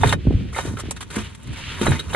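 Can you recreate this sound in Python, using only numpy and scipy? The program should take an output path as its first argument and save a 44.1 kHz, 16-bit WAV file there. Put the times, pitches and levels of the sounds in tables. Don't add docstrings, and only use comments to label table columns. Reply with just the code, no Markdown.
import sys
import numpy as np
from scipy import signal
from scipy.fft import rfft, irfft, next_fast_len
from scipy.io import wavfile
from scipy.ndimage import map_coordinates

SR = 44100
rng = np.random.default_rng(int(sys.argv[2]) if len(sys.argv) > 2 else 0)


def bounce(signal):
    frames = np.transpose(np.atleast_2d(signal))
    limited = np.clip(frames, -1, 1)
    pcm = np.round(limited * 32767).astype(np.int16)
    wavfile.write(sys.argv[1], SR, pcm)


N = 94903
EVENT_S = np.arange(SR // 4) / SR
PAN = np.array([[.5], [-.5]])

# frequency in Hz, level in dB, T60 in seconds.
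TILE_MODES = [(406, 1.5, 0.086), (888, 3, 0.062), (1086, -2, 0.069), (1270, 9, 0.014), (1465, -0.5, 0.061),
              (1819, -2.5, 0.064), (2120, -0.5, 0.044), (2274, -5.5, 0.065), (2480, -3.5, 0.099),
              (3035, -2.5, 0.068), (3776, -2, 0.075), (4150, -22.5, 0.036)]


def amp(db):
    return 10 ** (np.asarray(db) / 20)


def unit_rms(x):
    return x / np.sqrt(np.mean(x ** 2) + 1e-20)


def unit_energy(x):
    return x / np.sqrt(np.sum(x ** 2) + 1e-20)


def unit_onset(x):
    return x / np.sqrt(np.mean(x[:SR // 100] ** 2))


def along(points, hz):
    knots_hz, values = np.transpose(points)
    return np.interp(np.log(hz + 1), np.log(knots_hz + 1), values)


def envelope(points):
    return amp(np.interp(np.arange(N) / SR, *np.transpose(points)))


def filtered(x, response):
    n = x.shape[-1]
    size = next_fast_len(n + SR // 4)
    return irfft(rfft(x, size) * response(np.fft.rfftfreq(size, 1 / SR)), size)[..., :n]


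def colour(x, points, size=4096):
    cepstrum = irfft(np.log(amp(along(points, np.fft.rfftfreq(size, 1 / SR)))))
    cepstrum[1:size // 2] *= 2
    cepstrum[size // 2 + 1:] = 0
    return signal.fftconvolve(x, irfft(np.exp(rfft(cepstrum))))[:len(x)]


def stereo_noise(points, side_db):
    mid, side = filtered(rng.standard_normal((2, N)), lambda hz: amp(along(points, hz)))
    return unit_rms(mid) + amp(side_db) * unit_rms(side) * np.array([[1], [-1]])


def wobble(knots_per_s):
    return map_coordinates(rng.standard_normal(N), [np.arange(N) * knots_per_s / SR])


def decay(t60_s):
    return np.exp(-np.log(1000) * EVENT_S / t60_s)


def burst(t60_s):
    return unit_energy(rng.standard_normal(len(EVENT_S)) * decay(t60_s))


def ring(modes, scatter_db=2):
    out = np.zeros(len(EVENT_S))
    for hz, db, t60_s in modes:
        gain = amp(db + scatter_db * rng.normal()) * rng.choice([-1, 1])
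        out += gain * np.sin(2 * np.pi * hz * EVENT_S) * decay(t60_s)
    return unit_energy(out)


def attack(contact_s):
    return 1 - np.exp(-EVENT_S / (0.066 * contact_s))


def crunch(points, contact_s, t60_s):
    release = np.exp(-np.log(1000) * np.maximum(EVENT_S - contact_s, 0) / t60_s)
    return unit_energy(colour(rng.standard_normal(len(EVENT_S)) * attack(contact_s) * release, points))


def add(track, start_s, x):
    part = track[max(0, round(start_s * SR)):][:len(x)]
    part += x[:len(part)]


def grating(contacts=6, grains_per_s=900):
    # time in seconds, level in dB.
    levels = [(0, -41), (.02, -35.5), (.075, -29.5), (.135, -28.5), (.16, -87), (.52, -61), (.53, -36),
              (.6, -32), (.63, -37.5), (.665, -34), (.75, -50), (.805, -32.5), (.825, -53), (1.09, -52.5),
              (1.11, -40), (1.19, -31), (1.23, -45), (1.37, -56.5), (1.56, -48.5), (1.59, -37.5),
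              (1.63, -51), (1.77, -40), (1.82, -29), (1.91, -30), (1.975, -39.5), (2.01, -46.5),
              (2.05, -48.5), (2.12, -35.5)]
    # frequency in Hz, level in dB.
    grain_spectrum = [(100, -21.5), (400, 12), (1500, 11.5), (2600, 5), (3800, 2), (4800, -2.5), (6500, 4),
                      (9200, -1), (11000, -7.5), (12000, -18.5), (15500, -25.5)]
    out = np.zeros(N)
    for _ in range(contacts):
        grains = (rng.random(N) < grains_per_s / SR) * rng.standard_normal(N)
        grains *= amp(-0.5 * np.minimum(rng.exponential(size=N), 3))
        stutter = amp(3 * wobble(knots_per_s=65))
        force = unit_rms(grains * stutter) * envelope(levels)
        tick = unit_energy(colour(burst(t60_s=0.00081), grain_spectrum))
        body = tick + amp(-4) * ring(TILE_MODES, scatter_db=5)
        out += signal.fftconvolve(force, unit_energy(body))[:N]
    return out / np.sqrt(contacts)


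def rubbing():
    # time in seconds, level in dB.
    levels = [(0, -44), (.17, -49.5), (.27, -44.5), (.41, -41), (.51, -49), (.76, -80), (.82, -44.5),
              (.89, -43), (.95, -52), (1.08, -54.5), (1.17, -37), (1.27, -39.5), (1.38, -61), (1.45, -48.5),
              (1.60, -33), (1.72, -37.5), (1.93, -37), (2.05, -45.5), (2.15, -56)]
    # frequency in Hz, level in dB.
    spectrum = [(100, 12.5), (700, -16), (1400, 0.5), (2200, 2), (3100, 3.5), (4600, -7), (5500, -10),
                (9000, -19.5), (11000, -25.5), (12500, -39), (15500, -53)]
    grain_db = wobble(knots_per_s=300)
    catch_db = 2.2 * wobble(knots_per_s=35)
    return envelope(levels) * unit_rms(stereo_noise(spectrum, side_db=-13.5) * amp(grain_db + catch_db))


def wind_rumble():
    # time in seconds, level in dB.
    gusts = [(0, -23), (.055, -19.5), (.11, -21.5), (.19, -25), (.23, -33.5), (.28, -17.5), (.37, -24),
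             (.44, -26), (.56, -37.5), (.63, -33.5), (.69, -25.5), (.80, -36), (.89, -29), (.93, -37.5),
             (1.08, -41), (1.20, -29.5), (1.34, -45), (1.42, -45.5), (1.51, -28), (1.58, -41),
             (1.83, -33.5), (1.9, -12.5), (2.0, -34), (2.15, -30)]
    # frequency in Hz, level in dB.
    spectrum = [(20, -44), (38, -29), (52, -3), (80, 0), (120, -5), (170, -10), (260, -15), (450, -26.5),
                (800, -44.5), (6000, -100)]
    return envelope(gusts) * stereo_noise(spectrum, side_db=-5)


def outdoor_air():
    # frequency in Hz, level in dB.
    spectrum = [(30, -4), (200, 8), (600, -13), (1500, -19), (4000, -32.5), (10000, -33.5), (12500, -39)]
    return amp(-53) * stereo_noise(spectrum, side_db=4)


def chinks(jitter_rad=0.6, twin_ratio=1.07, twin_db=-10.5):
    # start in seconds, level in dB, pitch in Hz, T60 in seconds.
    catches = [(.023, -28, 3560, 0.12), (.090, -22.5, 3567, 0.077), (.108, -26, 2800, 0.061),
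               (.547, -23, 2113, 0.041), (0.77, -29, 1354, 0.074), (1.866, -27.5, 3875, 0.19),
               (1.918, -19.5, 1697, 0.073), (1.956, -27.5, 2050, 0.078), (1.995, -23.5, 3897, 0.064),
               (2.099, -35, 2760, 0.092)]
    out = np.zeros(N)
    for start_s, db, hz, t60_s in catches:
        phase = 2 * np.pi * hz * EVENT_S + jitter_rad * wobble(knots_per_s=350)[:len(EVENT_S)]
        tone = np.sin(phase) + amp(twin_db) * np.sin(twin_ratio * phase)
        add(out, start_s, amp(db) * tone * decay(t60_s) * attack(contact_s=0.011))
    return out


def knocks(punch_hz=847):
    # start in seconds, relative level in dB, body gain in dB, edge gain in dB,
    # contact in seconds.
    blows = [(0.0339, -4.5, 3.5, -7.5, 0.0064), (.072, -21, -15, 11, 0.0047), (0.091, -20, -8, 17, 0.0025),
             (0.1255, -10, -1, 2, 0.001), (0.5628, -21.5, -6.5, 1.5, 0.0093), (0.581, -24, -11, 8, 0.0023),
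             (0.586, -15, 4.5, -4.5, 0.0015), (0.77, -29.5, -14, 3.5, 0.0051), (.909, -27, 6.5, 8, 0.0011),
             (1.160, -22.5, -32, -29, 0.005), (1.814, -21.5, -11.5, 9.5, 0.0013),
             (1.866, -11.5, -6, -11, 0.0035), (1.9181, -18.5, -7, -9, 0.0075),
             (1.992, -21.5, -27, 10, 0.0099), (2.132, -21.5, -3, 7.5, 0.0087),
             (2.147, -11.5, -7.5, -2, 0.0017)]
    # frequency in Hz, level in dB.
    clack_spectrum = [(100, -40), (280, -6.5), (450, 8), (850, 1.5), (1700, 2.5), (2700, -11), (4000, -10),
                      (4900, -19.5), (9000, -18), (11000, -26.5), (12000, -33), (15500, -39)]
    punch = unit_energy(np.sin(2 * np.pi * punch_hz * EVENT_S) * decay(t60_s=0.019))
    out = np.zeros(N)
    for start_s, db, body_db, edge_db, contact_s in blows:
        clack = crunch(clack_spectrum, contact_s, t60_s=0.052)
        resonance = (amp(-0.5) * punch + amp(-4.5) * ring(TILE_MODES)) * attack(contact_s)
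        spot_eq = [(400, 0.0041), (850, body_db), (1400, 0), (2300, 0), (3400, edge_db)]
        add(out, start_s, amp(db - 6.5) * unit_onset(colour(clack + resonance, spot_eq)))
    return out


def thuds():
    # start in seconds, level in dB.
    landings = [(0.045, -29.5), (1.167, -21.5), (1.814, -17), (1.879, -23)]
    # frequency in Hz, level in dB, T60 in seconds.
    batten_modes = [(142, -14.5, 0.043), (214.4, 2, 0.19), (258, 1.5, 0.11), (351.2, -1, 0.15),
                    (473.7, -4, 0.11)]
    out = np.zeros(N)
    for start_s, db in landings:
        add(out, start_s, amp(db) * unit_onset(ring(batten_modes)))
    return out


def wind_puffs(rise_cycles=0.82, sag=0.1, roughness=0.47):
    # start in seconds, relative level in dB, initial pitch in Hz.
    eddies = [(0.056, 0.5, 133), (0.252, -20, 337), (.269, -7.5, 302), (0.271, -3, 129), (.306, -6.5, 340),
              (0.324, -19, 520), (.338, -11.5, 270), (0.342, -3, 100.5), (0.36, -14, 92),
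              (0.407, -15.5, 221), (0.452, -22, 288), (0.652, -12, 347), (0.674, -15, 364),
              (0.709, -18, 340), (0.737, -16, 275), (0.835, -20, 340), (.855, -18, 327),
              (0.885, -19.5, 300), (1.882, -1, 180)]
    out = np.zeros(N)
    for start_s, db, hz in eddies:
        age = EVENT_S * hz / rise_cycles
        swell = (age * np.exp(1 - age)) ** 2
        push = np.sin(2 * np.pi * rise_cycles * np.log1p(sag * age) / sag)
        low_pass = [(hz, 0), (2 * hz, -10), (8 * hz, -50), (SR / 2, -110)]
        turbulence = unit_rms(colour(rng.standard_normal(len(age)), low_pass))
        add(out, start_s, amp(db) * swell * (push + roughness * turbulence) / 2)
    return out


def snaps():
    # start in seconds, relative level in dB, treble gain in dB, contact in seconds.
    breaks = [(0.655, -35, -6, 0.0076), (0.796, -31, -5, 0.011), (0.909, -22.5, 2.5, 0.0012),
              (0.963, -34.5, -12, 0.011), (1.006, -29, -9.5, 0.011), (1.025, -31.5, -10.5, 0.0046),
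              (1.102, -34, -9, 0.012), (1.157, -27.5, -3.5, 0.0077), (1.348, -39.5, -3, 0.0021),
              (1.432, -49.5, 12, 0.0027), (1.472, -42.5, -8, 0.0028), (1.532, -38.5, -11, 0.002)]
    # frequency in Hz, level in dB.
    spectrum = [(150, -3), (550, -13), (900, -0.5), (1400, 2), (3600, -3.5), (5000, -4), (8000, 5),
                (11000, -3), (12000, -16.5), (15500, -32)]
    out = np.zeros(N)
    for start_s, db, treble_db, contact_s in breaks:
        tick = crunch(spectrum, contact_s, t60_s=0.036) + amp(-17) * ring(TILE_MODES)
        tick = colour(tick, [(4000, 0), (7500, treble_db)])
        add(out, start_s, amp(db - 3.5) * unit_onset(tick))
    return out


def roof_scatter(x):
    build_up = 1 - decay(t60_s=0.014)
    responses = [unit_energy(burst(t60_s=0.039) * build_up) for _ in range(2)]
    return np.array([signal.fftconvolve(x, response)[:N] for response in responses])


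def scene():
    # frequency in Hz, left minus right in dB.
    knock_lean = [(350, -0.5), (850, -4), (1800, 0)]
    blows = knocks()
    centred = chinks() + snaps() + thuds() + grating()
    direct = centred + filtered(blows, lambda hz: amp(PAN * along(knock_lean, hz)))
    scatter = amp(-8) * roof_scatter(blows + centred)
    return direct + scatter + rubbing() + wind_puffs() + wind_rumble() + outdoor_air()


def record(dry, low_cut_hz=21.4, top_hz=15600, ceiling=0.92):
    # frequency in Hz, side gain in dB.
    width = [(30, -18), (120, 0), (350, 0.5), (3000, 6.5), (10500, 4.5), (11700, -12)]
    # frequency in Hz, left minus right in dB.
    port_balance = [(60, 0), (250, -1.5), (750, -3), (1200, -2.5), (1900, 1), (2700, -1.5), (3500, -0.5),
                    (12000, 0)]
    # frequency in Hz, left lead in radians.
    port_phase = [(4300, 0), (5000, -3.1), (6000, -3.7), (8000, -4.4), (9500, -5.1), (11200, -6.28)]

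    def response(hz):
        balance = amp(PAN * along(port_balance, hz))
        phase_rad = PAN * np.interp(hz, *np.transpose(port_phase))
        low_cut = hz ** 4 / (hz ** 4 + low_cut_hz ** 4)
        return balance * np.exp(1j * phase_rad) * low_cut

    side = filtered(dry[0] - dry[1], lambda hz: amp(along(width, hz)))
    heard = filtered(dry.mean(0) + PAN * side, response)
    rounded = heard / (1 + (heard / ceiling) ** 8) ** (1 / 8)
    return filtered(rounded, lambda hz: hz < top_hz)


dry = scene()
out = record(dry)
bounce(out)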